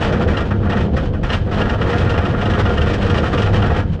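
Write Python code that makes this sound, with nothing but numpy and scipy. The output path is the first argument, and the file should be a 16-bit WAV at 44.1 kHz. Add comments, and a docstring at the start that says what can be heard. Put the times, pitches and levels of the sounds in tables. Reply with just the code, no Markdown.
"""On the lift hill of a roller coaster, at the nose of a car being hauled up.
The lift chain and safety catch clatter about 25 times a second, in fits at first, then steadily,
ringing the steel; now and then the catch clinks squarely on a tooth. The wheels thud along the
track and boom in the car's shell, and jolts thump its hollow panels. The lift's drive hums,
the chain scrapes in its trough and wind buffets the microphone."""
import sys
import numpy as np
from scipy import signal
from scipy.fft import rfft, irfft
from scipy.io import wavfile
from scipy.ndimage import uniform_filter1d, minimum_filter1d

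SR = 44100
rng = np.random.default_rng(int(sys.argv[2]) if len(sys.argv) > 2 else 0)


def wav_out(sig):
    """Save sig, one row per channel (or a flat mono array), as 16-bit PCM at SR to the path in sys.argv[1]."""
    wavfile.write(sys.argv[1], SR, np.round(np.clip(np.atleast_2d(sig).T, -1, 1) * 32767).astype(np.int16))


N = 176400
TIME_S = np.arange(N) / SR
CONTACTS_PER_S, CONTACT_SCATTER_DB = 2500, -0.5


def undb(db):
    return 10 ** (np.asarray(db) / 20)


def level(x, rms_db):
    return x * undb(rms_db) / np.sqrt(np.mean(x ** 2))


def through(x, response):
    """Filter by a complex response, a function of Hz."""
    size = 2 ** 18
    grid_hz = np.arange(size // 2 + 1) * SR / size
    return irfft(rfft(x, size) * response(grid_hz))[:N]


def colour(x, points):
    """Minimum-phase filter through (frequency [Hz], gain [dB]) points."""
    hz, db = np.array(points, float).T

    def response(f):
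        gain = undb(np.interp(np.log(f + 1), np.log(hz), db))
        cepstrum = irfft(np.log(gain))
        half = len(cepstrum) // 2
        cepstrum[1:half] *= 2
        cepstrum[half + 1:] = 0
        return np.exp(rfft(cepstrum))
    return through(x, response)


def ring(x, modes):
    """Parallel bank of damped resonances."""
    return through(x, lambda f: sum(undb(db) * 1j * f * width / (hz ** 2 - f ** 2 + 1j * f * width)
                                    for hz, width, db in modes))


def walk(rate_hz):
    """Smooth random wander, unit spread."""
    knots = rng.standard_normal(1024)
    wander = np.interp(TIME_S * rate_hz, np.arange(len(knots)), knots)
    wander = uniform_filter1d(wander, int(SR / rate_hz / 2))
    return wander / wander.std()


def impacts(per_s, scatter_db):
    """Randomly timed impulses of uneven strength."""
    hits = (rng.random(N) < per_s / SR) * rng.choice([-1, 1], N)
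    return hits * undb(scatter_db * np.clip(rng.standard_normal(N), -2, 2))


def strike(start_s, hz, db, rise_s, decay_s):
    """One blow: tones weighted by db swell and decay."""
    age_s = np.arange(SR // 4) / SR
    gains = undb(db) / np.linalg.norm(undb(db))
    tones = sum(gain * np.sin(2 * np.pi * (f * age_s + rng.random())) for f, gain in zip(hz, gains))
    envelope = (1 - np.exp(-(age_s / rise_s) ** 2)) * np.exp(-age_s / decay_s)
    return np.pad(tones * envelope, (int(start_s * SR), N))[:N]


def clack_envelope(starts_s, levels_db):
    """Each clack swells, holds and dies; loose links chatter on."""
    attack_s, hold_s, release_s = .008, .015, .013
    chatter_s, chatter_db = .04, -3
    power = np.zeros(N)
    for start_s, db in zip(starts_s, levels_db):
        first = max(int((start_s - attack_s) * SR), 0)
        span = slice(first, first + SR // 2)
        age_s = TIME_S[span] - start_s
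        rise = np.clip(age_s / attack_s + .5, 0, 1)
        fall = np.exp(-np.maximum(age_s - hold_s, 0) / release_s)
        chatter = undb(chatter_db) * np.exp(-np.maximum(age_s, 0) / chatter_s)
        power[span] += (undb(db) * rise * (fall + chatter)) ** 2
    return np.sqrt(power)


# chain and catch clacks (time [s], relative clank level [dB], relative crack level [dB])
CLACK_HITS = [(0.01, -27, -33.5), (0.044, -23.5, -27), (0.087, -31, -39), (0.123, -26, -29.5),
              (0.155, -27.5, -41.5), (0.204, -25.5, -50), (0.277, -28.5, -30.5), (0.333, -28, -36),
              (0.369, -24.5, -28), (0.403, -29, -30.5), (0.506, -27, -36), (0.627, -31.5, -49),
              (0.654, -29, -47.5), (0.696, -27.5, -30.5), (0.721, -24, -34.5), (0.768, -25.5, -33),
              (0.805, -31.5, -32), (0.965, -26.0, -29.5), (1.134, -35, -42.5), (1.232, -26.5, -31.5),
              (1.292, -24.5, -34), (1.328, -31.5, -25.5), (1.474, -32.5, -63), (1.513, -28, -33),
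              (1.57, -25, -33.5), (1.602, -24, -30), (1.653, -27, -35), (1.693, -27, -28),
              (1.731, -31.5, -37.5), (1.78, -31, -47.5), (1.813, -24.5, -29.5), (1.857, -29.5, -43),
              (1.894, -28, -29.5), (1.928, -24.5, -28), (1.979, -38, -28.5), (2.01, -25.5, -31.5),
              (2.058, -27.5, -39), (2.095, -32, -26), (2.138, -25.5, -39.5), (2.177, -23, -29.5),
              (2.216, -25.5, -35.5), (2.249, -26, -31), (2.289, -30.5, -43), (2.336, -27, -42.5),
              (2.376, -28.5, -46.5), (2.413, -23.5, -28), (2.454, -29, -30), (2.496, -27.5, -28.5),
              (2.534, -27.5, -31.5), (2.573, -26.5, -40), (2.599, -27.5, -35), (2.652, -23.5, -33.5),
              (2.69, -27, -34.5), (2.772, -26, -30), (2.81, -26, -28), (2.861, -26.5, -29),
              (2.896, -30, -30.5), (2.933, -31.5, -26), (2.975, -36, -42), (3.017, -29, -36),
              (3.061, -29.5, -33), (3.096, -29, -26.5), (3.142, -24, -29), (3.174, -27, -25.5),
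              (3.228, -24.5, -32.5), (3.254, -26, -33.5), (3.33, -23.5, -30), (3.375, -25, -28.5),
              (3.418, -26, -25), (3.46, -25, -32), (3.535, -26, -28), (3.581, -28, -40),
              (3.621, -22.5, -32), (3.659, -27, -31.5), (3.702, -24, -37), (3.743, -25, -36.5),
              (3.762, -33.5, -29.5), (3.787, -29.5, -41), (3.924, -56.5, -44.5), (3.991, -36.5, -65)]
# clack spectrum (frequency [Hz], gain [dB])
CLACK_EQ = [(250, -22), (450, 9), (700, 0), (1900, -0.5), (2150, -11), (3200, -5.5), (4400, -18.5),
            (5600, -19), (6400, -27.5), (8000, -31.5), (10500, -50.5), (15000, -69)]
# steel resonances (frequency [Hz], width [Hz], gain [dB])
STEEL_RESONANCES = [(715.8, 15.4, -3), (846, 32, -8), (907, 5.1, -3.5), (1180, 7.8, -7), (1221, 18, -4.5),
                    (1296, 63, -1.5), (1400, 17.3, 3.5), (1516, 31, -2), (1659, 15, 1), (1830, 66, -0.5),
                    (2325, 12, -1.5), (2483, 120, -6.5)]


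def clatter():
    """Each clack is a burst of metal contacts that cracks and rings the steel."""
    crossover_hz, crack_boost_db = 2220, 5
    starts_s, clank_db, crack_db = np.array(CLACK_HITS).T
    clank = clack_envelope(starts_s, clank_db)
    crack = clack_envelope(starts_s, crack_db + crack_boost_db)

    def lowpass(f):
        return 1 / (1 + (f / crossover_hz) ** 4)

    def force():
        hits = impacts(CONTACTS_PER_S, CONTACT_SCATTER_DB)
        return through(hits * clank, lowpass) + through(hits * crack, lambda f: 1 - lowpass(f))
    steel = ring(force(), STEEL_RESONANCES)
    steel = colour(steel, [(300, 0.5), (700, 12.0), (1900, 2.5), (3200, -4.5), (15000, -60.5)])
    clacks = colour(force(), CLACK_EQ)
    return level(clacks, -31) + level(steel, -28.5)


# wheel load (time [s], boom and roll gain [dB], panel and knock gain [dB])
WHEEL_LOAD = [(0.0, -21.5, -27), (0.3, -21, -20.5), (0.5, -25, -29.5), (0.82, -21.5, -26),
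              (1.44, -26, -34.5), (1.54, -22, -25.5), (3.77, -22, -24.5), (3.92, -26, -42.5),
              (4.0, -32, -33)]
# shell and panel resonances (frequency [Hz], width [Hz], gain [dB])
SHELL_RESONANCES = [(80, 10, 2), (98.7, 8.4, 3.5), (152.7, 9.5, -8.5), (200, 15.3, -2)]
PANEL_RESONANCES = [(258, 4.6, 1.5), (323.5, 27, -1), (372.2, 15.5, 3.5), (412.8, 12.2, 4.5),
                    (473.8, 29.7, 7), (512, 29, -6), (616, 41, -9)]
# rolling and knocking spectra (frequency [Hz], gain [dB])
ROLL_EQ = [(40, -37), (65, -2), (110, -1.5), (170, -3.5), (240, -14.5), (350, -15), (600, -39.5),
           (1200, -42)]
KNOCK_EQ = [(120, -21.5), (220, 8), (500, -2), (750, -2.5), (1100, -32), (2000, -15)]


def wheels():
    """Wheels thud over the track: the shell booms and its panels knock."""
    times_s, low_db, mid_db = np.array(WHEEL_LOAD).T
    boom = level(ring(impacts(per_s=400, scatter_db=-0.5), SHELL_RESONANCES), 0.5)
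    roll = level(colour(impacts(per_s=350, scatter_db=3.0), ROLL_EQ), -1)
    panels = level(ring(impacts(per_s=300, scatter_db=2.0), PANEL_RESONANCES), -1)
    knocks = level(colour(impacts(per_s=160, scatter_db=3.5), KNOCK_EQ), -5)
    low = (boom + roll) * undb(np.interp(TIME_S, times_s, low_db))
    mid = (panels + knocks) * undb(np.interp(TIME_S, times_s, mid_db))
    return (colour(low, [(200, 2.5), (400, -1.5), (900, -7.0), (12000, -76)])
            + colour(mid, [(700, 2.0), (1200, -3.0), (3000, -18), (9000, -68.5)]))


def drive():
    """The lift's drive hums through the track, wavering and throbbing."""
    hum_hz, waver, throb_db = 96.2, 0.0284, 2
    cycles = np.cumsum(hum_hz * (1 + waver * walk(rate_hz=10))) / SR
    throb = undb(throb_db * walk(rate_hz=14))
    return level(np.sin(2 * np.pi * cycles) * throb, -25)


# chain scrape in the trough (time [s], relative level [dB])
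CHAIN_SCRAPE = [(0.0, -42), (0.399, -47), (0.48, -53), (0.6, -57.5), (0.8, -42), (0.92, -53.5),
                (1.0, -50.5), (1.1, -54), (1.19, -57), (1.34, -38), (1.45, -55), (1.578, -44), (2.74, -47),
                (2.9, -42.5), (3.779, -45), (3.86, -54), (4.0, -59.5)]
# scrape spectrum (frequency [Hz], gain [dB])
SCRAPE_EQ = [(400, -1), (1600, -1.5), (2100, -9), (3000, -8.5), (5500, -23.5), (8000, -34.5),
             (15000, -62.5)]


def chain():
    """The chain scrapes along its trough, harder when taut; loose links tinkle."""
    link_hz, link_width_hz, links_per_s = 3080, 220, 110
    flicker_db = 3.3 * walk(rate_hz=35)
    times_s, db = np.array(CHAIN_SCRAPE).T
    scrape = undb(np.interp(TIME_S, times_s, db) + flicker_db)
    rasp = colour(impacts(CONTACTS_PER_S, CONTACT_SCATTER_DB) * scrape, SCRAPE_EQ)
    link_hits = impacts(links_per_s, CONTACT_SCATTER_DB) * scrape ** .7
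    link_mode = [(link_hz, link_width_hz, 0)]
    tinkle = ring(ring(link_hits, link_mode), link_mode)
    return level(rasp, -30.5) + level(tinkle, -48.5)


# buffeting spectrum (frequency [Hz], gain [dB])
WIND_EQ = [(15, -6), (35, 12), (65, 6), (140, -13.5), (400, -30)]


def wind():
    """Gusts buffet the microphone."""
    gust_db, cutoff_hz = 1.5, 500
    air = colour(rng.standard_normal(N), WIND_EQ) * undb(gust_db * walk(rate_hz=4.8))
    lowpass = signal.butter(2, cutoff_hz, fs=SR, output="sos")
    return level(signal.sosfilt(lowpass, air), -26)


# catch landings (time [s], relative level [dB])
CATCH_LANDINGS = [(0.368, -22.5), (0.718, -27), (1.299, -22.5), (1.330, -21), (1.613, -22), (1.694, -30),
                  (1.815, -28), (2.09, -31.5), (2.137, -32), (2.175, -30), (2.254, -28.5), (2.413, -26.5),
                  (2.454, -27), (2.534, -28), (2.658, -28), (2.778, -24.5), (2.814, -22), (3.1, -33),
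                  (3.177, -24.5), (3.378, -23.5), (3.417, -27), (3.62, -26)]
# catch and link resonances (frequency [Hz], width [Hz], gain [dB])
CATCH_RESONANCES = [(2838, 60, 6.5), (3063, 36, -1), (3260, 76, -9), (4110, 210, -11.5), (5124, 130, -17),
                    (5630, 35, -26)]


def catch_clinks():
    """The catch lands squarely on a tooth; each landing rings its modes in a different mix."""
    scatter_db = 2.6
    hz, width_hz, mode_db = np.array(CATCH_RESONANCES).T
    clinks = np.zeros(N)
    for start_s, db in CATCH_LANDINGS:
        detune, mix = rng.standard_normal((2, len(hz)))
        tones_hz = hz + detune * width_hz / 2
        tones_db = mode_db + scatter_db * mix
        clinks += undb(db) * strike(start_s, tones_hz, tones_db, rise_s=.0045, decay_s=.005)
    return level(clinks, -41.2)


# jolts of the car's body (time [s], relative level [dB], pitch [Hz])
JOLTS = [(0.535, -5, 345), (0.75, -1.5, 203), (0.836, -7.5, 433), (0.921, -3.5, 257), (0.968, -4.5, 532),
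         (3.895, 1, 160)]


def panel_thumps():
    """Each jolt of the car sounds one hollow panel."""
    thumps = sum(undb(db) * strike(start_s, [hz], [0], rise_s=.007, decay_s=.022)
                 for start_s, db, hz in JOLTS)
    return level(thumps, -36)


def scene():
    """Mono sum of all sources."""
    return (clatter() + catch_clinks() + wheels() + panel_thumps() + drive() + chain() + wind())[None]


def record(dry):
    """The camera's limiter holds down peaks; a low-pass cuts the top."""
    ceiling_db, window_samples, cutoff_hz = -4.2, 700, 15700
    gain = np.minimum(1, undb(ceiling_db) / (np.abs(dry) + 1e-9))
    gain = uniform_filter1d(minimum_filter1d(gain, window_samples), window_samples)
    lowpass = signal.ellip(8, .2, 70, cutoff_hz, fs=SR, output="sos")
    return signal.sosfilt(lowpass, dry * gain)


dry = scene()
out = record(dry)
wav_out(out)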